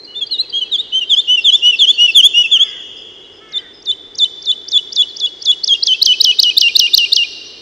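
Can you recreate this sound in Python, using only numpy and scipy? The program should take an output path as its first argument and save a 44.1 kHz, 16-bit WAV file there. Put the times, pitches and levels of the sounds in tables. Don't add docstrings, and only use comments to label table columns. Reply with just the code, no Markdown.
import sys
import numpy as np
from scipy import signal
from scipy.fft import rfft, irfft, next_fast_len
from scipy.io import wavfile
from scipy.ndimage import uniform_filter1d, map_coordinates

SR = 44100
rng = np.random.default_rng(int(sys.argv[2]) if len(sys.argv) > 2 else 0)


def materialize(psi):
    bounded = np.clip(np.atleast_2d(psi).T, -1, 1)
    quanta = np.round(bounded * 32767).astype(np.int16)
    wavfile.write(sys.argv[1], SR, quanta)


N = 335601
TOP_HZ = 15750


def amp(db):
    return 10 ** (np.asarray(db) / 20)


def unit(x):
    return x / np.sqrt(np.mean(x ** 2) + 1e-20)


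def along(points, hz):
    f, v = np.transpose(points)
    return np.interp(np.log(hz + 1), np.log(f + 1), v)


def wobble(rate, size):
    knots = rng.standard_normal(int(size * rate / SR) + 4)
    return map_coordinates(knots, [np.arange(size) * rate / SR])


def filtered(x, response):
    n = x.shape[-1]
    m = next_fast_len(n + SR // 4)
    return irfft(rfft(x, m) * response(np.fft.rfftfreq(m, 1 / SR)), m)[..., :n]


def clock(start, end):
    return np.arange(round(start * SR), max(round(end * SR), round(start * SR) + 2)) / SR


def fade(t, attack, release):
    return np.clip((t - t[0]) / attack, 0, 1) * np.clip((t[-1] - t) / release, 0, 1)


def add(track, t, sound):
    place = track[max(round(t[0] * SR), 0):][:len(sound)]
    place += sound[:len(place)]


def spread(pair, side_db):
    side = amp(side_db) * pair[1]
    return np.array([pair[0] + side, pair[0] - side])


def arch(t, first, middle, last):
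    u = np.linspace(0, 1, len(t))
    return first * (1 - u) * (1 - 2 * u) + 4 * middle * u * (1 - u) + last * u * (2 * u - 1)


# f/Hz, level/dB
HAZE_EQ = [(15, -41.5), (25, -11), (54, -10.5), (71, -25), (92, -7), (108, -11.5), (123, -19), (145, -9.5),
           (178, -15.5), (411, -0.5), (513, -7.5), (563, -11.5), (1020, -17.5), (1590, -19), (2100, -17.5),
           (2730, -41.5), (4620, -120)]
HISS_EQ = [(1500, -25), (2200, 0), (4000, -2), (5500, -3.5), (7000, -11.5), (8500, -18.5), (11000, -31),
           (15000, -44)]
def air(spectrum, db, side_db, drift_db):
    noise = unit(filtered(rng.standard_normal((2, N)), lambda hz: amp(along(spectrum, hz))))
    return spread(noise, side_db) * amp(db + drift_db * wobble(0.99, N))


# f/Hz, 60 dB decay/s
TREE_DECAY = [(1500, 0.88), (2900, 2.56), (3600, 2.35), (5500, 2.4), (7000, 2.2), (11000, 1.01)]
def lingering(pitch_hz=4180, width_hz=120, db=-37):
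    noise = rng.standard_normal((2, N))
    ring = unit(filtered(noise, lambda hz: np.exp(-((hz - pitch_hz) / width_hz) ** 2)))
    return spread(ring, side_db=-14.5) * amp(db - 60 * np.arange(N) / SR / along(TREE_DECAY, pitch_hz))


# multiple, level/dB
HARMONICS = [(2, -30.5), (3, -34.5), (4, -53.5)]
# f/Hz, level/dB
BEAK_EQ = [(5500, 11), (7000, 6.5), (8000, -0.5), (9000, -4.5), (10400, -10), (11300, -16.5),
           (13000, -13.5), (15500, -18)]
def syrinx(hz, envelope, jitter=0.0048, shimmer_db=0.72, strain=1.33):
    phase = 2 * np.pi * np.cumsum(hz * (1 + jitter * wobble(300, len(hz)))) / SR
    overtones = sum(amp(db + along(BEAK_EQ, k * hz)) * np.sin(k * phase) * (k * hz < TOP_HZ)
                    for k, db in HARMONICS)
    richness = np.sqrt(envelope) + strain * np.clip((envelope - .9) / 0.41, 0, 1)
    shimmer = amp(shimmer_db * wobble(150, len(hz)))
    return envelope * shimmer * (np.sin(phase) + richness * overtones)


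def far_note(start, length, pitches, db, buzz=0, buzz_hz=70, swing_hz=130, flicker_db=2):
    t = clock(start, start + length)
    flutter = buzz * np.sin(2 * np.pi * buzz_hz * (t - start) + .5 * wobble(120, len(t)))
    envelope = amp(db + flicker_db * wobble(150, len(t))) * (1 + 0.49 * flutter) * fade(t, .009, .006)
    return t, syrinx(arch(t, *pitches) + swing_hz * flutter, envelope, jitter=0.0054 + .025 * buzz)


# t/s, level/dB
MOTIF_CUES = [(0.041, -30.5), (0.264, -29), (.493, -29.5), (0.756, -33.5)]
# delay/s, length/s, first f/Hz, middle f/Hz, last f/Hz, level/dB over the cue
MOTIF_NOTES = [(0, 0.018, 4900, 4660, 4230, 2), (0.029, .103, 2900, 2940, 2830, -5),
               (0.158, 0.029, 2600, 2690, 2460, -7)]
def motif():
    calls = np.zeros(N)
    for start, db in MOTIF_CUES:
        for delay, length, *pitches, note_db in MOTIF_NOTES:
            add(calls, *far_note(start + delay, length, pitches, db + note_db))
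    return calls


def near_echoes(x, echo_db=-23, decay_s=0.12):
    t = clock(0, .12)
    impulse = rng.standard_normal((2, len(t))) * amp(-60 * t / decay_s) * (t > .002)
    impulse = spread(impulse / np.linalg.norm(impulse[0]), side_db=-3.5)
    return amp(echo_db) * signal.fftconvolve(x[None], impulse, axes=1)[:, :N]


def woods(x, echo_db=-19):
    hz, t, bands = signal.stft(rng.standard_normal((2, 2 * SR)), SR, nperseg=256)
    tail = signal.istft(bands * amp(-60 * t / along(TREE_DECAY, hz)[:, None]), SR, nperseg=256)[1]
    tail = spread(tail / np.linalg.norm(tail[0]), side_db=-11)
    return amp(echo_db) * signal.fftconvolve(x[None], tail, axes=1)[:, :N]


# level/dB, attack/s, release/s
SLUR_FADES = [(-13.5, 0.015, .009), (-2.5, 0.015, .005)]
def slur(start, end, pitch_hz, db, shape, bow=0, tilt_db=0):
    t = clock(start, end)
    u = np.linspace(0, 1, len(t))
    ratios, swell_db = np.transpose(shape)
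    levels, *edges = np.transpose(SLUR_FADES)
    attack, release = [np.interp(db, levels, edge) for edge in edges]
    level_db = db + np.interp(u, [0, .5, 1], swell_db) + tilt_db * (u - .5)
    hz = pitch_hz * (arch(t, *ratios) + arch(t, -bow, bow / 2, -bow))
    return t, syrinx(hz, amp(level_db) * fade(t, attack, release))


# start t/s, break t/s, f/Hz, arch level/dB, dip level/dB
ARCH_CUES = [(0.144, 0.203, 3614, -17, -11), (0.523, 0.602, 3287, -11, -11.5),
             (0.918, 1.001, 3128, -7.5, -11), (1.27, 1.361, 3020, -4.5, -7.5),
             (1.617, 1.713, 2972, -3, -8.5), (1.973, 2.068, 2938, -2, -7), (2.332, 2.43, 2917, -3, -10)]
# start t/s, break t/s, f/Hz, fall level/dB, rise level/dB
VEE_CUES = [(0.307, .372, 3976, -13, -7), (0.711, 0.767, 3592, -8, -10), (1.091, 1.152, 3410, -3.5, -4),
            (1.438, 1.507, 3380, -2.5, -1), (1.787, 1.858, 3318, -2, -1.5), (2.145, 2.215, 3305, 1, 1.5),
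            (2.509, 2.58, 3260, -2, -2)]
# pitch ratio, level/dB over the cue
ARCH_SHAPE = [(0.93, -8.5), (0.99, 0.5), (0.99, -2.5)]
DIP_SHAPE = [(0.99, -0.5), (0.92, 0), (0.8945, -5)]
FALL_SHAPE = [(1.1, -3), (1, 0), (.855, -3.5)]
RISE_SHAPE = [(.925, -9), (1.004, -0.5), (1.076, -1)]
# f/Hz, pitch bow, level tilt/dB
FALL_BOWS = [(3250, .012, -4), (3390, -0.0052, 5), (3580, -.01, 6), (4010, -0.017, -14)]
# f/Hz, end t/s after the break
RISE_ENDS = [(3320, .06), (3420, .056), (3600, .049)]
def slurs(dip_gap_s=0.0032, dip_s=.041, rise_gap_s=.006):
    song = np.zeros(N)
    for start, turn, hz, arch_db, dip_db in ARCH_CUES:
        add(song, *slur(start, turn, hz, arch_db, ARCH_SHAPE))
        add(song, *slur(turn + dip_gap_s, turn + dip_gap_s + dip_s, hz, dip_db, DIP_SHAPE))
    pitches, *bends = np.transpose(FALL_BOWS)
    for start, turn, hz, fall_db, rise_db in VEE_CUES:
        bow, tilt_db = [np.interp(hz, pitches, bend) for bend in bends]
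        add(song, *slur(start, turn, hz, fall_db, FALL_SHAPE, bow, tilt_db))
        add(song, *slur(turn + rise_gap_s, turn + along(RISE_ENDS, hz), hz, rise_db, RISE_SHAPE))
    return song


# f/Hz, level/dB
BREATH_EQ = [(2000, -28.5), (3000, -12), (5000, -1), (7000, -1), (10000, -11.5), (11500, -20.5),
             (15000, -33)]
def rasp(song, db=-44):
    strength = np.sqrt(abs(uniform_filter1d(song ** 2, size=90)))
    noise = unit(filtered(rng.standard_normal(N), lambda hz: amp(along(BREATH_EQ, hz))))
    breath = amp(db) * strength * noise
    return breath + near_echoes(breath, echo_db=-2, decay_s=.25)[0]


def ground(x, delay_s=0.02, db=-27):
    return amp(db) * np.pad(x, (round(delay_s * SR), 0))[:N]


def twitter(start=1.05, end=2.3, pitch_hz=4800, db=-42, count=45):
    calls = np.zeros(N)
    for when, life, high, slope, loud in rng.random((count, 5)):
        at = start + when * (end - start)
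        t = clock(at, at + 0.013 + 0.018 * life)
        hz = pitch_hz * 2 ** (0.58 * (high - .5) + (slope - .5) * np.linspace(-.2, .2, len(t)))
        add(calls, t, syrinx(hz, amp(db + 10 * (loud - 1)) * fade(t, 0.0018, 0.0023)))
    return calls


# t/s, length/s, f/Hz, level/dB, buzz depth 0-1
THIN_CUES = [(1.128, 0.053, 5100, -37.5, 1), (1.197, 0.031, 4130, -32, 1), (1.416, .03, 5300, -37, 0.7),
             (1.495, .035, 3930, -28, .6), (1.563, 0.036, 5460, -35.5, 0.4), (1.782, .035, 4100, -24.5, .8),
             (1.926, .04, 4410, -27, 0.7), (2.354, .075, 5100, -36.5, 0.9), (2.642, .075, 5000, -38, 0.7),
             (2.962, 0.077, 5000, -45, 0.73), (3.227, 0.046, 3830, -50, 0), (3.322, .075, 5080, -49.5, 0.3),
             (3.732, 0.08, 5100, -43, 0.4), (7.3, .037, 5610, -34.5, 0), (7.44, 0.046, 5750, -37.5, 0)]
def thin_notes():
    calls = np.zeros(N)
    for start, length, hz, db, buzz in THIN_CUES:
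        add(calls, *far_note(start, length, (hz, hz, hz), db, buzz))
    return calls


def trill(start=1.4, step_s=.1172, length_s=.042, hz=4850, db=-36.5, step_db=0.76, count=8):
    calls = np.zeros(N)
    pitches = hz * np.array([1.27, 1, .82])
    for k in range(count):
        add(calls, *far_note(start + k * step_s, length_s, pitches, db + k * step_db))
    return calls


# t/s, length/s, f/Hz, level/dB
CRY_CUES = [(2.544, .315, 458.5, -43), (3.398, .34, 450, -45.5)]
# f/Hz, level/dB
CRY_EQ = [(850, -28.5), (1330, 0.5), (1800, -3), (2250, -6.5), (2700, -12.5)]
def cries(fall=.2, rough=.028, grit=.6):
    calls = np.zeros(N)
    for start, length, pitch_hz, db in CRY_CUES:
        t = clock(start, start + length)
        u = np.linspace(0, 1, len(t))
        hoarse = np.clip((u - .22) / 0.17, 0, 1)
        glide = 1 - fall * u ** 1.3 - 0.091 * np.exp(-u / .05)
        hz = pitch_hz * glide * (1 + rough * hoarse * wobble(300, len(t)))
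        phase = 2 * np.pi * np.cumsum(hz) / SR
        throat_hz = arch(t, 2250, 1960, 1700)
        voice = np.zeros(len(t))
        for k in range(2, 7):
            clear = amp(along(CRY_EQ, k * hz)) * (1 - u) ** 2
            throat = hoarse / (1 + ((k * hz - throat_hz) / 190) ** 2)
            voice += (clear + throat) * np.sin(k * phase)
        voice *= 1 + grit * hoarse * np.sin(phase / 4 + wobble(60, len(t)))
        add(calls, t, amp(db) * unit(voice) * fade(t, 0.028, 0.078))
    return calls


def upstroke(end, held_hz, db):
    length = np.interp(db, [-6, 3], [.014, .0195])
    t = clock(end - length, end + 0.0017)
    hz = held_hz * (1.246 + .52 * np.exp((t - end) / .0058))
    return t, syrinx(hz, amp(db) * fade(t, length * 0.76, 0.0032))


def plunge(at, end, held_hz, db, held_db, crossing_hz=4800, flick_hz=590):
    t = clock(at - .021, end)
    u = t - at
    peak_hz = 4700 + .6 * held_hz
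    dive = peak_hz - (peak_hz - crossing_hz) * np.exp(np.minimum(u, 0) / .0042)
    settle = held_hz + 650 * np.exp(-abs(u) / .014)
    settle += (crossing_hz - held_hz - 650) * np.exp(-abs(u) / .0021)
    flick = flick_hz * (1 + .1 * rng.standard_normal()) * np.exp((t - end) / 0.0023)
    sag_db = min(db - 4, -9.5)
    flare = amp(np.interp(u, [-0.018, -0.0077, -0.0039, -0.000054, 0.0061],
                          [db - 23.5, db - 19, db - 8, db + 1, sag_db]))
    swell = (amp(held_db) - amp(sag_db)) * np.interp(t, [at + 0.0049, end - .012], [0, 1]) ** 0.92
    return t, syrinx(np.where(u < 0, dive, settle) + flick, (flare + swell) * fade(t, 0.014, 0.0019))


def afternote(start, held_hz, db):
    t = clock(start, start + 0.021)
    return t, syrinx(held_hz * arch(t, 0.827, 0.894, 0.836), amp(db) * fade(t, 0.0055, 0.0094))


# plunge t/s, held f/Hz, upstroke level/dB, plunge level/dB, held level/dB
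SWEEP_CUES = [(3.5254, 3484, -46, -31.5, -11.5), (3.8599, 3466, -35, -25, -8.5),
              (4.189, 3453, -26, -11.5, -3.5), (4.4598, 3432, -26, -19.5, -5),
              (4.7207, 3387, -18.5, -14, -3), (4.9637, 3353, -15, -10.5, -3.5),
              (5.2035, 3339, -19, -16, -8), (5.4588, 3344, -17.5, -10.5, -3), (5.6789, 3204, -5.5, -9, -3),
              (5.872, 3014, -3, -3, -5), (6.0622, 2942, 1, 2, -3.5), (6.247, 2906, 1, 2.5, -4.5),
              (6.433, 2864, 1.5, 1.5, -5.5), (6.6141, 2760, 2.5, 0, -5), (6.798, 2790, 2.5, 5, -6.5),
              (6.9799, 2767, 3, 2.5, -8), (7.165, 2775, .5, -0.5, -8)]
# held f/Hz, length/s
HOLDS = [(2780, 0.073), (3470, .0585)]
# held f/Hz, lead/s
UPSTROKE_LEADS = [(2780, .029), (2900, .0295), (3030, .034), (3200, .032), (3380, .03)]
def sweeps():
    song = np.zeros(N)
    for at, held_hz, upstroke_db, plunge_db, held_db in SWEEP_CUES:
        end = at + along(HOLDS, held_hz)
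        add(song, *upstroke(at - along(UPSTROKE_LEADS, held_hz), held_hz, upstroke_db))
        add(song, *plunge(at, end, held_hz, plunge_db, held_db))
        add(song, *afternote(end + 0.00077, held_hz, held_db - 10.5))
    return song


# t/s, middle f/Hz, level/dB
DOWNSLUR_CUES = [(3.581, 4850, -45), (4.421, 4400, -38.5), (5.08, 4220, -36), (5.257, 4600, -35.5),
                 (5.395, 4520, -37.5)]
def downslurs(length_s=.042):
    calls = np.zeros(N)
    for start, hz, db in DOWNSLUR_CUES:
        add(calls, *far_note(start, length_s, hz * np.array([1.14, 1, .92]), db))
    return calls


def scene():
    song = slurs() + sweeps()
    song = song + rasp(song)
    far = motif() + trill() + downslurs() + thin_notes() + cries()
    haze = air(HAZE_EQ, db=-46, side_db=-25.5, drift_db=0.07)
    hiss = air(HISS_EQ, db=-55.5, side_db=-17, drift_db=.4)
    thicket = near_echoes(twitter(), echo_db=-1, decay_s=0.64)
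    echoes = ground(song) + near_echoes(song + amp(7) * far) + woods(song + amp(7.5) * far) + lingering()
    return song + amp(0.5) * far + thicket + echoes + haze + hiss


def record(dry, ceiling=0.95, lopsided=.045, hiss_db=-23):
    oversampled = signal.resample_poly(dry, 4, 1, axis=1)
    limit = ceiling * (1 + lopsided * np.sign(oversampled))
    clipped = oversampled / (1 + np.abs(oversampled / limit) ** 20) ** (1 / 20)
    peaks = np.maximum(abs(oversampled) - 1, 0)
    peak_hiss = amp(hiss_db) * np.sqrt(peaks) * rng.standard_normal(oversampled.shape[1])
    out = signal.resample_poly(clipped + peak_hiss, 1, 4, axis=1)
    return filtered(out, lambda hz: hz / np.hypot(hz, 20) / (1 + (hz / TOP_HZ) ** 200))


dry = scene()
out = record(dry)
materialize(out)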